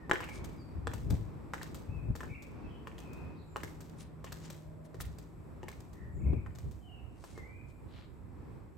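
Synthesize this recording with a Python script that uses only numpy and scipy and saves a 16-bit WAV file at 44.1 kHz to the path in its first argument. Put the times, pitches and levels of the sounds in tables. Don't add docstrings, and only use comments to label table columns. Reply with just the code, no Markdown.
import sys
import numpy as np
from scipy import signal
from scipy.fft import rfft, irfft
from scipy.io import wavfile
from scipy.ndimage import uniform_filter1d, map_coordinates

SR = 44100
rng = np.random.default_rng(int(sys.argv[2]) if len(sys.argv) > 2 else 0)


def store_wav(level_fs):
    pcm = np.round(np.clip(np.atleast_2d(level_fs), -1, 1) * 32767)
    wavfile.write(sys.argv[1], SR, pcm.T.astype(np.int16))


N = 386757
T = np.arange(N) / SR


def undb(db):
    return 10 ** (np.asarray(db) / 20)


def unit(x):
    return x / np.sqrt(np.mean(x ** 2))


def curve(rows):
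    return np.interp(T, *np.transpose(rows))


def add(out, start, x):
    i = int(start * SR)
    x = x[..., max(-i, 0):out.shape[-1] - i]
    out[..., max(i, 0):max(i, 0) + x.shape[-1]] += x


def colour(x, points, size=4096):
    hz, db = np.transpose(points)
    grid = np.maximum(np.fft.rfftfreq(size, 1 / SR), 1)
    gains = undb(np.interp(np.log(grid), np.log(hz), db))
    cepstrum = irfft(np.log(gains))
    cepstrum[1:size // 2] *= 2
    cepstrum[size // 2 + 1:] = 0
    response = irfft(np.exp(rfft(cepstrum))).reshape((1,) * (x.ndim - 1) + (-1,))
    return signal.fftconvolve(x, response, axes=-1)[..., :x.shape[-1]]


def drift(rate):
    hold = int(SR / rate)
    stairs = np.repeat(rng.standard_normal(N // hold + 1), hold)
    return unit(uniform_filter1d(uniform_filter1d(stairs, hold), hold)[:N])


def stereo_noise(n, side_db):
    mid, side = rng.standard_normal((2, n))
    return unit(mid + undb(side_db) * side * np.array([[1], [-1]]))


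def pan(db):
    return undb(db * np.array([[1], [-1]]) / 2)


def fade(t, t60):
    return undb(-60 * t / t60)


# (frequency [Hz], level [dB])
TRAFFIC_TONE = [(15, -51.5), (53, 0), (160, -6.5), (311, -7.5), (679, -21), (1000, -20.5), (1590, -30.5),
                (2570, -35), (2820, -42.5), (6000, -49), (9000, -100)]
# (time [s], relative level [dB])
TRAFFIC_LEVELS = [(0.0, -50), (7.08, -59), (8.77, -55.5)]
def traffic(gain_db=4, swell_db=1.77):
    rumble = unit(colour(stereo_noise(N, -2.37), TRAFFIC_TONE))
    return rumble * undb(curve(TRAFFIC_LEVELS) + gain_db + swell_db * drift(10))


# (frequency [Hz], level [dB])
HISS_TONE = [(6000, -17), (7700, 1.5), (9500, -10.5), (12500, -5.5), (16000, -19)]
def hiss(level_db=-82):
    return unit(colour(stereo_noise(N, -17.5), HISS_TONE)) * undb(level_db + drift(10))


# (time [s], relative level [dB])
ENGINE_LEVELS = [(3, -55.5), (4.5, -48.5), (5.6, -55.5), (6.8, -88)]
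def engine(pitch_hz=158.5, gain_db=-1):
    phase = 2 * np.pi * np.cumsum(pitch_hz * (1 + 0.013 * drift(12))) / SR
    waver_db = 2 * drift(25)
    return np.sin(phase) * undb(curve(ENGINE_LEVELS) + gain_db + waver_db)


# (time [s], length [s], middle pitch [Hz], relative level [dB], warble [share of pitch])
BIRD_CHIRPS = [(-.02, 0.1, 1846, -61, 0.0087), (0.286, 0.054, 2274, -51, 0.028),
               (2.275, 0.13, 2350, -53, 0.068), (2.625, 0.064, 2616, -64, .015),
               (2.656, 0.14, 3050, -67.5, 0.046), (3.342, .11, 4140, -71.5, .08),
               (3.457, 0.18, 7250, -71, 0.0061), (5.913, 0.23, 1855, -64.5, 0.045),
               (6.103, .17, 7300, -73, .04), (7.344, 0.11, 2070, -56.5, .009)]
# (time [s], length [s], start pitch [Hz], middle pitch [Hz],
# end pitch [Hz], relative level [dB], warble [share of pitch])
BIRD_WHISTLES = [(.571, .067, 4900, 4710, 4300, -64.5, .0045), (1.871, 0.17, 2400, 2603, 2180, -63, .006),
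                 (2.919, 0.423, 2604, 2513, 2515, -63, 0.033), (4.478, 0.59, 601, 616, 597, -61, 0.047),
                 (6.169, 0.28, 2195, 2375, 2292, -62.5, 0.061), (6.742, .343, 665, 722, 752, -65.5, 0.06),
                 (6.803, 0.24, 3170, 2820, 2670, -63, 0.02), (7.419, 0.22, 2105, 2364, 2510, -60.5, 0.011)]
def birds(direct_db=-1, half_fall_hz=97.7):
    trill = np.sin(2 * np.pi * np.cumsum(42 + 8 * drift(20)) / SR)
    tremble = trill + 0.6 * drift(300)
    chirps = [(start, length, hz + half_fall_hz, hz, hz - half_fall_hz, db, warble)
              for start, length, hz, db, warble in BIRD_CHIRPS]
    song = np.zeros(N)
    for start, length, *pitches, db, warble in BIRD_WHISTLES + chirps:
        progress = np.linspace(0, 1, int(length * SR))
        glide = np.polyval(np.polyfit([0, 0.5, 1], pitches, 2), progress)
        hz = glide * (1 + warble * np.roll(tremble, -int(start * SR))[:len(progress)])
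        note = np.sin(2 * np.pi * np.cumsum(hz) / SR)
        add(song, start, undb(db) * np.sin(np.pi * progress) * note)
    return undb(direct_db) * song + street_echo(song, t60=0.77, echo_db=-2)


# (frequency [Hz], level [dB])
ECHO_TONE = [(150, -17.5), (400, 6.5), (1000, 3), (4000, 6), (15000, -20)]
def street_echo(x, t60, echo_db):
    t = np.arange(SR) / SR
    echoes = stereo_noise(SR, 0.95) * undb(3.7 * rng.standard_normal(SR))
    tail = echoes * fade(t, t60) * (1 - np.exp(-t / 0.0015))
    tail = colour(unit(tail) / np.sqrt(SR), ECHO_TONE)
    return undb(echo_db) * signal.fftconvolve(x[None], tail, axes=-1)[:, :N]


# (pitch [Hz], relative level [dB], time to fade by 60 dB [s])
SHOE_NOTES = [(532, 10, 0.013), (847, 8.5, 0.024), (1023, 11, 0.033), (1807, 11.5, 0.019),
              (2930, -4, 0.026)]
# (frequency [Hz], level [dB])
CRACK_TONE = [(1500, 8), (2800, 11), (4500, -8), (8200, -4.5), (9600, -19), (16000, -25)]
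def knock(hz, thud_db, crack_db, contact_s=0.00072, ring_db=-16, rebound_db=-11, rebound_s=0.0075):
    t = np.arange(SR // 8) / SR
    contact = t / contact_s
    clack_hz = hz * (1 + 0.44 * np.exp(-2 * contact))
    clack = (contact * np.exp(1 - contact)) ** 2 * np.sin(2 * np.pi * np.cumsum(clack_hz) / SR)
    thud_hz = 390 * (1 + 0.18 * rng.standard_normal())
    ring = undb(thud_db + 6.5) * np.sin(2 * np.pi * thud_hz * t) * fade(t, 0.022)
    for note_hz, db, t60 in SHOE_NOTES:
        detune, force = rng.standard_normal(2)
        gain = undb(db + 2 * force + ring_db - 1.8 * np.log2(note_hz / hz) ** 2)
        cycles = note_hz * (1 + 0.025 * detune) * t + rng.random()
        ring += gain * fade(t, t60) * np.sin(2 * np.pi * cycles)
    blow = clack + ring * (1 - np.exp(-contact))
    burst = stereo_noise(len(t), -12) * fade(t, 0.008)
    out = blow + undb(crack_db + 3.5) * colour(burst, CRACK_TONE)
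    for lateness, size in rng.random((4, 2)):
        bounce = undb(rebound_db) * size * np.exp(-lateness) * blow
        add(out, rebound_s * (0.28 + 3 * lateness), pan(8 * rng.standard_normal()) * bounce)
    return out


def grains(n, spread_db):
    size = undb(spread_db * np.minimum(rng.exponential(size=n // 16 + 1), 4))
    return unit(stereo_noise(n, -6) * np.repeat(size, 16)[:n])


def crunch(db, treble_db=0, rise_s=0.0027, decay_s=0.0046, linger_db=-18.5, linger_s=0.085):
    t = np.arange(SR // 4) / SR
    dying_away = np.exp(-t / decay_s) + undb(linger_db) * np.exp(-t / linger_s)
    sand = grains(len(t), 4) * (1 - np.exp(-t / rise_s)) * dying_away
    snap = undb(-3) * stereo_noise(len(t), -10) * np.exp(-t / 0.0008)
    return undb(db) * colour(sand + snap, [(6000, 0), (12000, treble_db)])


# (time [s], heel level [dB], heel pitch [Hz], heel thud [dB], heel crack [dB], heel grit [dB],
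# sole delay [s], sole level [dB], sole pitch [Hz], sole grit [dB], push delay [s], push grit [dB])
FOOTFALLS = [(0.1125, -17, 1500, -10.5, -6, -34, 0.092, -33, 1300, -29.5, 0.33, -27.5),
             (0.871, -29, 1390, -7, -4.5, -29.5, 0.064, -39, 1100, -24.5, 0.231, -24),
             (1.5355, -26.5, 1585, -23, -8, -24, 0.079, -38, 1640, -35, 0.21, -27),
             (2.1528, -44, 1330, 0, -18, -28, 0.053, -37.5, 1270, -35, 0.27, -33),
             (2.8715, -36.5, 1080, -9, -11, -35, 0.11, -44.5, 3000, -33, 0.26, -35.5),
             (3.56, -28, 1240, -10.5, -13.5, -35, 0.073, -36, 1790, -24.5, 0.2455, -29.5),
             (4.2429, -38, 1040, -7, -13, -29, .0787, -42, 1540, -24.5, .258, -25.5),
             (4.944, -47.5, 1310, 7, -16, -37, 0.059, -34.5, 1260, -26, 0.24, -33),
             (5.631, -38.5, 920, -0.5, -10.5, -42, 0.052, -36, 2030, -29, 0.3, -38),
             (6.4623, -40.5, 1380, -22, -33, -46, 0.089, -62, 1500, -35, 0.25, -36)]
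# (time [s], level [dB], pitch [Hz], thud [dB], grit [dB])
SHOE_TAPS = [(0.0958, -31.5, 1140, -1.5, -29.5), (0.133, -29.5, 1190, 2, -22.5),
             (0.2886, -40, 2300, -16, -29.5), (2.232, -35.5, 1320, -12, -37), (7.2396, -43, 1100, -9, -33),
             (7.377, -42.5, 1150, 0.5, -34.5)]
# (time [s], relative level [dB])
GRAIN_POPS = [(0.242, -26), (1.6314, -20.5), (2.162, -22), (3.003, -29), (3.566, -22), (3.896, -34),
              (5.716, -30), (5.8049, -32), (6.5864, -26.5)]
# (frequency [Hz], level [dB])
GRIT_TONE = [(500, -1.5), (2500, -14), (8400, -11.5), (9600, -24.5), (12500, -16), (16000, -23.5)]
def shoes(heel_treble_db=-2.5):
    knocks, grit = np.zeros((2, 2, N))
    for (start, heel_db, heel_hz, thud_db, crack_db, heel_grit_db,
         sole_delay, sole_db, sole_hz, sole_grit_db, push_delay, push_db) in FOOTFALLS:
        add(knocks, start, undb(heel_db) * knock(heel_hz, thud_db, crack_db))
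        add(grit, start, crunch(heel_grit_db, heel_treble_db))
        add(knocks, start + sole_delay, undb(sole_db) * knock(sole_hz, thud_db=-23, crack_db=-14))
        add(grit, start + sole_delay, crunch(sole_grit_db))
        add(grit, start + push_delay, crunch(push_db))
    for start, db, hz, thud_db, grit_db in SHOE_TAPS:
        add(knocks, start, undb(db) * knock(hz, thud_db, crack_db=-23))
        add(grit, start, crunch(grit_db, heel_treble_db))
    for start, db in GRAIN_POPS:
        add(grit, start, crunch(db, decay_s=0.002, linger_db=-25))
    return knocks, colour(grit, GRIT_TONE)


def wall_echo(x, echo_db=-5, first_delay_s=0.0058, growth_s_per_s=0.000392, right_lag_s=0.00024):
    delay = first_delay_s + growth_s_per_s * T
    left = map_coordinates(x[0], [(T - delay) * SR])
    right = map_coordinates(x[1], [(T - delay - right_lag_s) * SR])
    return undb(echo_db) * np.array([left, right])


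def footsteps(left_db=1.5, left_db_per_s=0.05, house_db=-13, house_delay_s=0.0442):
    knocks, grit = shoes()
    near = (knocks + wall_echo(knocks) + grit + scuffs()) * pan(left_db + left_db_per_s * T)
    out = near + street_echo(near.mean(axis=0), t60=0.44, echo_db=-10.5)
    house_slap = colour(near[::-1], [(900, -21.5), (2100, 5.0), (4000, -3.5)])
    add(out, house_delay_s, undb(house_db) * house_slap)
    return out


# (peak time [s], half-width [s], level [dB], brightness [Hz])
RUBS = [(0.235, 0.017, -44.5, 1930), (0.354, 0.036, -58, 6550), (1.627, 0.0066, -49.5, 3300),
        (4.01, 0.025, -57.5, 6900), (4.275, 0.014, -54, 2090), (4.454, 0.03, -56.5, 5150),
        (4.857, 0.013, -66.5, 8050), (5.016, 0.011, -45, 11900), (7.292, 0.1, -65.5, 6400),
        (7.699, 0.022, -73.5, 6100), (7.98, 0.075, -61.5, 2980)]
def scuffs():
    out = np.zeros((2, N))
    for peak, half_width, db, hz in RUBS:
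        swell = np.exp(-np.linspace(-2, 2, int(4 * half_width * SR)) ** 2)
        band = [(hz / 6, -24), (hz / 5.8, 0), (hz * 1.36, 0), (hz * 2, -15), (hz * 8, -38)]
        rubbing = unit(colour(grains(len(swell), 3.8), band))
        add(out, peak - 2 * half_width, undb(db) * swell * rubbing)
    return out


# (frequency [Hz], level [dB])
SWIRL_TONE = [(30, -17.5), (62, 3), (105, 0.5), (160, -6), (300, -24), (4000, -80)]
# (frequency [Hz], level [dB])
FLUTTER_TONE = [(80, -2.5), (350, -4.5), (550, -17.5), (5000, -62.5)]
# (time [s], relative level [dB])
GUST_LEVELS = [
    [(0.75, -46), (0.95, -44.5), (1.116, -30.5), (1.3, -52.5)],
    [(1.88, -54), (2.1, -39.5), (2.16, -52), (2.33, -45)],
    [(6.03, -53), (6.15, -38.5), (6.358, -37), (6.546, -51.5), (6.66, -44), (6.85, -73)],
]
# (peak time [s], half-width [s], level [dB], flutter compared with swirl [dB])
AIR_THUMPS = [(2.104, 0.02, -29.5, -24), (6.335, 0.0054, -33, 4)]
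# (time [s], left minus right [dB])
WIND_BALANCE = [(2.5, 5.5), (5.7, -2.5), (6.35, 5), (7.05, -13), (8.77, -5.5)]
def wind(gain_db=1, breeze_db=-55, ease_s=0.0082, flutter_db=-9.5, strong_db=-38, flutter_growth=0.063):
    swirls = unit(colour(stereo_noise(N, -4.4), SWIRL_TONE))
    flutter = unit(colour(stereo_noise(N, -0.74), FLUTTER_TONE))
    gust = sum(undb(curve(rows)) * (T > rows[0][0]) * (T < rows[-1][0]) for rows in GUST_LEVELS)
    gust = np.abs(uniform_filter1d(gust, int(ease_s * SR)))
    flutter_gain = undb(flutter_db) * (gust / undb(strong_db)) ** flutter_growth
    unsteadiness = undb(3.5 * drift(26))
    blowing = undb(gain_db) * gust * (swirls + flutter_gain * flutter)
    air = (blowing + undb(breeze_db) * swirls) * unsteadiness
    for peak, half_width, db, thump_flutter_db in AIR_THUMPS:
        swell = np.exp(-((T - peak) / half_width) ** 2)
        air += undb(db) * swell * (swirls + undb(thump_flutter_db) * flutter)
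    return pan(curve(WIND_BALANCE)) * air


def scene():
    return footsteps() + birds() + wind() + traffic() + hiss() + engine()


def record(dry):
    return signal.sosfilt(signal.ellip(10, 0.2, 80, 16000, fs=SR, output="sos"), dry)


dry = scene()
out = record(dry)
store_wav(out)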